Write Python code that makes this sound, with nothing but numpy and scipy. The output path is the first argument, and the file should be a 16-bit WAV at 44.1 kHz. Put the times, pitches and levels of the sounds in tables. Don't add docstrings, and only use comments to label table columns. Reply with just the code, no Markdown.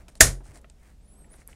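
import sys
import numpy as np
from scipy import signal
from scipy.fft import rfft, irfft, next_fast_len
from scipy.io import wavfile
from scipy.ndimage import map_coordinates

SR = 44100
rng = np.random.default_rng(int(sys.argv[2]) if len(sys.argv) > 2 else 0)


def materialize(psi):
    bounded = np.clip(np.atleast_2d(psi).T, -1, 1)
    quanta = np.round(bounded * 32767).astype(np.int16)
    wavfile.write(sys.argv[1], SR, quanta)


N = 68355
t = np.arange(N) / SR


def amp(db):
    return 10 ** (np.asarray(db) / 20)


def unit(x):
    return x / np.sqrt(np.mean(x ** 2) + 1e-20)


def along(points, hz):
    point_hz, values = np.transpose(points)
    return np.interp(np.log(hz + 1), np.log(point_hz + 1), values)


def curves(rows):
    times, *columns = np.transpose(rows)
    return [np.interp(t, times, column) for column in columns]


def wobble(rate):
    return map_coordinates(rng.standard_normal(4096), [t * rate], mode="wrap")


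def filtered(x, response):
    size = next_fast_len(N + 8192)
    spectrum = rfft(x, size) * response(np.fft.rfftfreq(size, 1 / SR))
    return irfft(spectrum, size)[:N]


def noise(colour):
    return unit(filtered(rng.standard_normal(N), lambda hz: amp(along(colour, hz))))


def bell(hz, centre, octaves):
    return np.exp(-.5 * (np.log2((hz + 1) / centre) / octaves) ** 2)


def decay(start, t60, attack=0.0006):
    age = np.maximum(t - start, 0)
    return (1 - np.exp(-age / attack)) * np.exp(-np.log(1000) * age / t60)


def ring(start, hz, t60, attack=0.00022):
    return decay(start, t60, attack) * np.sin(2 * np.pi * hz * (t - start))


SNAP_S = .2066
TEAR_LEAD_S, TEAR_DB, TEAR_RISE_DB = 0.0054, -26, 25.5
CRACK_DB, CRACK_T60_S = 3.5, .038
FLEX_HZ, FLEX_DB, FLEX_T60_S, FLEX_DELAY_S = 1752, 6, 0.017, .0027
STEEL_DB = -8
ROOM_DB = -10.5
# frequency in Hz, relative level in dB per Hz.
CRACK_COLOUR = [(100, -5.5), (200, -5.5), (330, -1), (500, -6.5), (900, -13.5), (1550, 2), (2800, -7.5),
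                (4500, -7), (7000, 3), (9500, -1), (12000, -8), (16000, -18)]
# frequency in Hz, level in dB relative to STEEL_DB, t60 in seconds.
STEEL_MODES = [(650, -2, 0.065), (860, -25.5, 0.1), (1400, -10.5, 0.091), (1543, -12.5, 0.085),
               (1750, -12, 0.099), (1831, -8.5, .155), (2630, -18, .13), (3930, -13, 0.097),
               (5297, -17, 0.19), (5990, -13.5, 0.14), (6670, -11, .18), (6853, -11, 0.088),
               (7460, -11, .14), (8090, -13, .16), (9210, -12, 0.22), (10206, -16.5, .17),
               (11713, -19.5, 0.1)]


def snap():
    lead = (SNAP_S - t) / TEAR_LEAD_S
    tearing = (lead > 0) & (lead < 1)
    tear = amp(TEAR_DB - TEAR_RISE_DB * np.clip(lead, 0, 1)) * tearing
    crack_level = amp(CRACK_DB) * decay(SNAP_S, CRACK_T60_S)
    crack = noise(CRACK_COLOUR) * (tear + crack_level)
    flex = amp(FLEX_DB) * ring(SNAP_S + FLEX_DELAY_S, FLEX_HZ, FLEX_T60_S)
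    modes = sum(amp(db) * ring(SNAP_S, hz, t60) for hz, db, t60 in STEEL_MODES)
    room = amp(ROOM_DB) * room_tail(SNAP_S)
    return crack + flex + amp(STEEL_DB) * modes + shimmer() + room


SHIMMER_DB, SHIMMER_T60_S = -11, 0.18
SHIMMER_LOW_HZ, SHIMMER_HIGH_HZ = 2400, 15230
SHIMMER_TOP_HZ, SHIMMER_OCTAVES = 7100, .55
# frequency in Hz, gain in dB.
SHIMMER_TREBLE = [(10000, 0.5), (12000, -0.5), (13500, -3.5), (15300, -9)]


def shimmer():
    pitch = rng.uniform(SHIMMER_LOW_HZ, SHIMMER_HIGH_HZ, 420)
    phases = rng.uniform(0, 2 * np.pi, len(pitch))
    gains = bell(pitch, SHIMMER_TOP_HZ, SHIMMER_OCTAVES) * amp(along(SHIMMER_TREBLE, pitch))
    lines = np.zeros(N // 2 + 1, complex)
    bins = np.round(pitch * N / SR).astype(int)
    lines[bins] = gains * np.exp(1j * phases)
    return amp(SHIMMER_DB) * unit(irfft(lines, N)) * decay(SNAP_S, SHIMMER_T60_S)


# start in
# seconds, level in dB.
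JOLTS = [(0.2218, -11.5), (0.2873, -20.5), (0.488, -37)]
# frequency in Hz, level in dB relative to the jolt, t60 in seconds.
BENCH_MODES = [(43.34, -8, 0.45), (58.32, 3, 0.11), (83.5, -2, 0.14), (132.8, -11, 0.38)]


def bench():
    return sum(amp(jolt_db + mode_db) * ring(start, hz, t60, attack=0.0055)
               for start, jolt_db in JOLTS for hz, mode_db, t60 in BENCH_MODES)


UPPER_RATIO = 1.349
SQUEAK_JITTER, SQUEAK_FLUTTER_DB = 0.0066, 2.5
HAZE_DB, HAZE_SPREAD = -15, 0.087
# time in seconds, lower pitch in Hz, level of the lower tone in dB, level of the upper tone in dB.
SQUEAK_PATH = [(1.0, 5500, -100, -81), (1.05, 6810, -99, -72.5), (1.085, 7327, -78.5, -68),
               (1.12, 7720, -72, -61.5), (1.16, 8020, -66.5, -71), (1.2, 8620, -60.5, -72),
               (1.235, 8210, -65, -71), (1.265, 7490, -76, -69), (1.281, 7500, -82, -94),
               (1.295, 8280, -68, -92), (1.318, 9500, -59.5, -77), (1.333, 10100, -56, -88),
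               (1.345, 9710, -60.5, -77), (1.362, 8200, -69, -65), (1.38, 7010, -98, -75)]


def squeak():
    hz, low_db, high_db = curves(SQUEAK_PATH)
    sounding = (t > SQUEAK_PATH[0][0]) & (t < SQUEAK_PATH[-1][0])

    def tone(pitch, db):
        jittered = pitch * (1 + SQUEAK_JITTER * wobble(900))
        phase = 2 * np.pi * np.cumsum(jittered) / SR
        haze = amp(HAZE_DB) * wobble(40) * np.sin(HAZE_SPREAD * phase)
        level = amp(db + SQUEAK_FLUTTER_DB * wobble(150))
        return level * unit((1 + haze) * np.sin(phase))

    return sounding * (tone(hz, low_db) + tone(hz * UPPER_RATIO, high_db))


RELEASE_S, RELEASE_DB, RELEASE_ROOM_DB = 1.476, -24, -11.5
RELEASE_HZ, RELEASE_WIDTH_S = 10960, .00008


def release():
    age = t - RELEASE_S
    envelope = np.exp(-.5 * (age / RELEASE_WIDTH_S) ** 2)
    pulse = envelope * np.sin(2 * np.pi * RELEASE_HZ * age)
    return in_room(amp(RELEASE_DB) * pulse, RELEASE_ROOM_DB)


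KNOCK_T60_S, TICK_ROOM_DB = .05, -18
# start in seconds,
# click level in dB, centre in Hz, width in octaves, click t60 in seconds, level of the plate's knock in dB.
TICKS = [(0.0824, -47.5, 2800, 1.7, .035, -47.5), (.1535, -41.5, 3900, 1.2, 0.011, -53.5),
         (.405, -48, 536, 0.84, 0.071, -53), (.459, -53.5, 800, 1.05, .04, -56),
         (0.563, -57, 1200, 2.1, 0.014, -47), (0.615, -55.5, 9000, 0.63, .015, -77),
         (.644, -48.5, 1680, 0.63, 0.027, -50.5), (0.6991, -39.5, 8300, 0.2, 0.0057, -64),
         (.699, -49.5, 3460, 0.76, 0.014, -77), (1.244, -56.5, 2000, 0.39, 0.032, -70),
         (1.34, -52, 1500, 1.16, 0.014, -50.5), (1.417, -53, 1848, 0.33, 0.028, -56.5),
         (1.487, -55, 900, .8, 0.039, -51), (1.53, -49.5, 2323, .28, 0.017, -72)]
# frequency in Hz, relative level in dB per Hz.
KNOCK_COLOUR = [(80, -10), (300, -6.5), (480, -7.5), (620, 1), (800, -1), (1000, -11.5), (1700, -15),
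                (3000, -32), (10000, -58)]
# frequency in Hz, gain in dB.
TICK_TREBLE = [(10000, 0.5), (12000, -4), (16000, -14.5)]


def ticks():
    plate = noise(KNOCK_COLOUR)
    contacts = np.zeros(N)
    for start, click_db, centre, octaves, t60, knock_db in TICKS:
        grain = unit(filtered(rng.standard_normal(N), lambda hz: bell(hz, centre, octaves)))
        contacts += amp(click_db) * decay(start, t60, attack=0.00022) * grain
        contacts += amp(knock_db) * decay(start, KNOCK_T60_S) * plate
    softened = filtered(contacts, lambda hz: amp(along(TICK_TREBLE, hz)))
    return in_room(softened, TICK_ROOM_DB)


SCRAPE_ROUGH_DB = 2
# start in seconds, length in seconds, body level in dB, hiss level in dB.
SCRAPES = [(-.02, 0.058, -61, -69), (0.079, 0.027, -59, -62), (0.099, .04, -81, -68.5),
           (0.153, 0.035, -80, -58.5), (0.431, .055, -65.5, -60.5), (.465, 0.074, -61, -65),
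           (0.529, 0.07, -59, -56.5), (.76, 0.21, -66, -72.5), (1.29, 0.093, -64, -68),
           (1.365, 0.075, -62, -61.5), (1.462, 0.094, -62, -62.5)]
# frequency in Hz, relative level in dB per Hz.
SCRAPE_BODY = [(100, -21), (550, 1), (1100, -6), (2100, -2), (3500, -19.5), (8000, -22.5)]
# frequency in Hz, relative level in dB per Hz.
SCRAPE_HISS = [(1000, -26), (3000, -10), (6000, -4.5), (7200, -3.5), (8800, 1), (11000, -11),
               (12500, -22.5), (16000, -40)]


def scrapes():
    body, hiss = noise(SCRAPE_BODY), noise(SCRAPE_HISS)
    slides = np.zeros(N)
    for start, length, body_db, hiss_db in SCRAPES:
        swell = np.sin(np.pi * np.clip((t - start) / length, 0, 1))
        slides += swell * (amp(body_db) * body + amp(hiss_db) * hiss)
    roughness = unit(amp(SCRAPE_ROUGH_DB * wobble(400)))
    return slides * roughness


# frequency in Hz, relative level in dB per Hz.
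ROOM_COLOUR = [(60, -13.5), (200, -6.5), (500, -4), (950, -8), (1400, 0.5), (1850, 1.5), (2700, -6.5),
               (4500, -3), (7000, 0.5), (9500, -3), (12000, -11), (15000, -17.5), (16000, -28)]
# frequency in Hz, t60 in seconds.
ROOM_T60 = [(150, 0.42), (450, .35), (700, 0.28), (1200, .2), (4000, 0.19), (9000, .18), (15000, .17)]


def room_tail(start):
    hz, times, bands = signal.stft(noise(ROOM_COLOUR), SR, nperseg=256)
    age = np.maximum(times - start, 0)
    fall = np.exp(-np.log(1000) * age / along(ROOM_T60, hz)[:, None])
    tail = signal.istft(bands * fall, SR, nperseg=256)[1][:N]
    return tail * np.clip((t - start) / .004, 0, 1)


def in_room(dry, room_db):
    tail = room_tail(0)
    answer = signal.fftconvolve(dry, tail / np.linalg.norm(tail))[:N]
    return dry + amp(room_db) * answer


FLOOR_DB = -53.5
HUM_HZ, HUM_DB = 60, -58
# frequency in Hz, relative level in dB per Hz.
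FLOOR_COLOUR = [(12, -14.5), (25, -2), (42, 2), (100, -17), (230, -19), (500, -36.5), (1100, -42.5),
                (2000, -42), (7000, -45.5), (11000, -49), (16000, -59)]
# time in seconds, level in dB.
HANDS_LEVEL = [(0, -60.5), (.36, -67), (.56, -57.5), (.72, -68), (.95, -71), (1.2, -60.5), (1.34, -61),
               (1.43, -67.5), (1.55, -63.5)]
# frequency in Hz, relative level in dB per Hz.
HAND_COLOUR = [(40, -13.5), (150, 1.5), (300, -3), (700, -7.5), (1500, -21), (5000, -39.5), (16000, -50)]


def background():
    floor = amp(FLOOR_DB) * noise(FLOOR_COLOUR)
    hum = amp(HUM_DB) * unit(np.sin(2 * np.pi * HUM_HZ * t))
    hands_db, = curves(HANDS_LEVEL)
    hands = amp(hands_db) * noise(HAND_COLOUR)
    return floor + hum + hands


def scene():
    mono = snap() + bench() + squeak() + release() + ticks() + scrapes() + background()
    return np.array([mono, mono])


CLIP_TOP, CLIP_HARDNESS = 1, 4.9
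TOP_HZ = 15900


def record(dry):
    overload = np.abs(dry / CLIP_TOP) ** CLIP_HARDNESS
    clipped = dry / (1 + overload) ** (1 / CLIP_HARDNESS)
    return np.array([filtered(side, lambda hz: np.clip((TOP_HZ - hz) / 600 + .5, 0, 1))
                     for side in clipped])


dry = scene()
out = record(dry)
materialize(out)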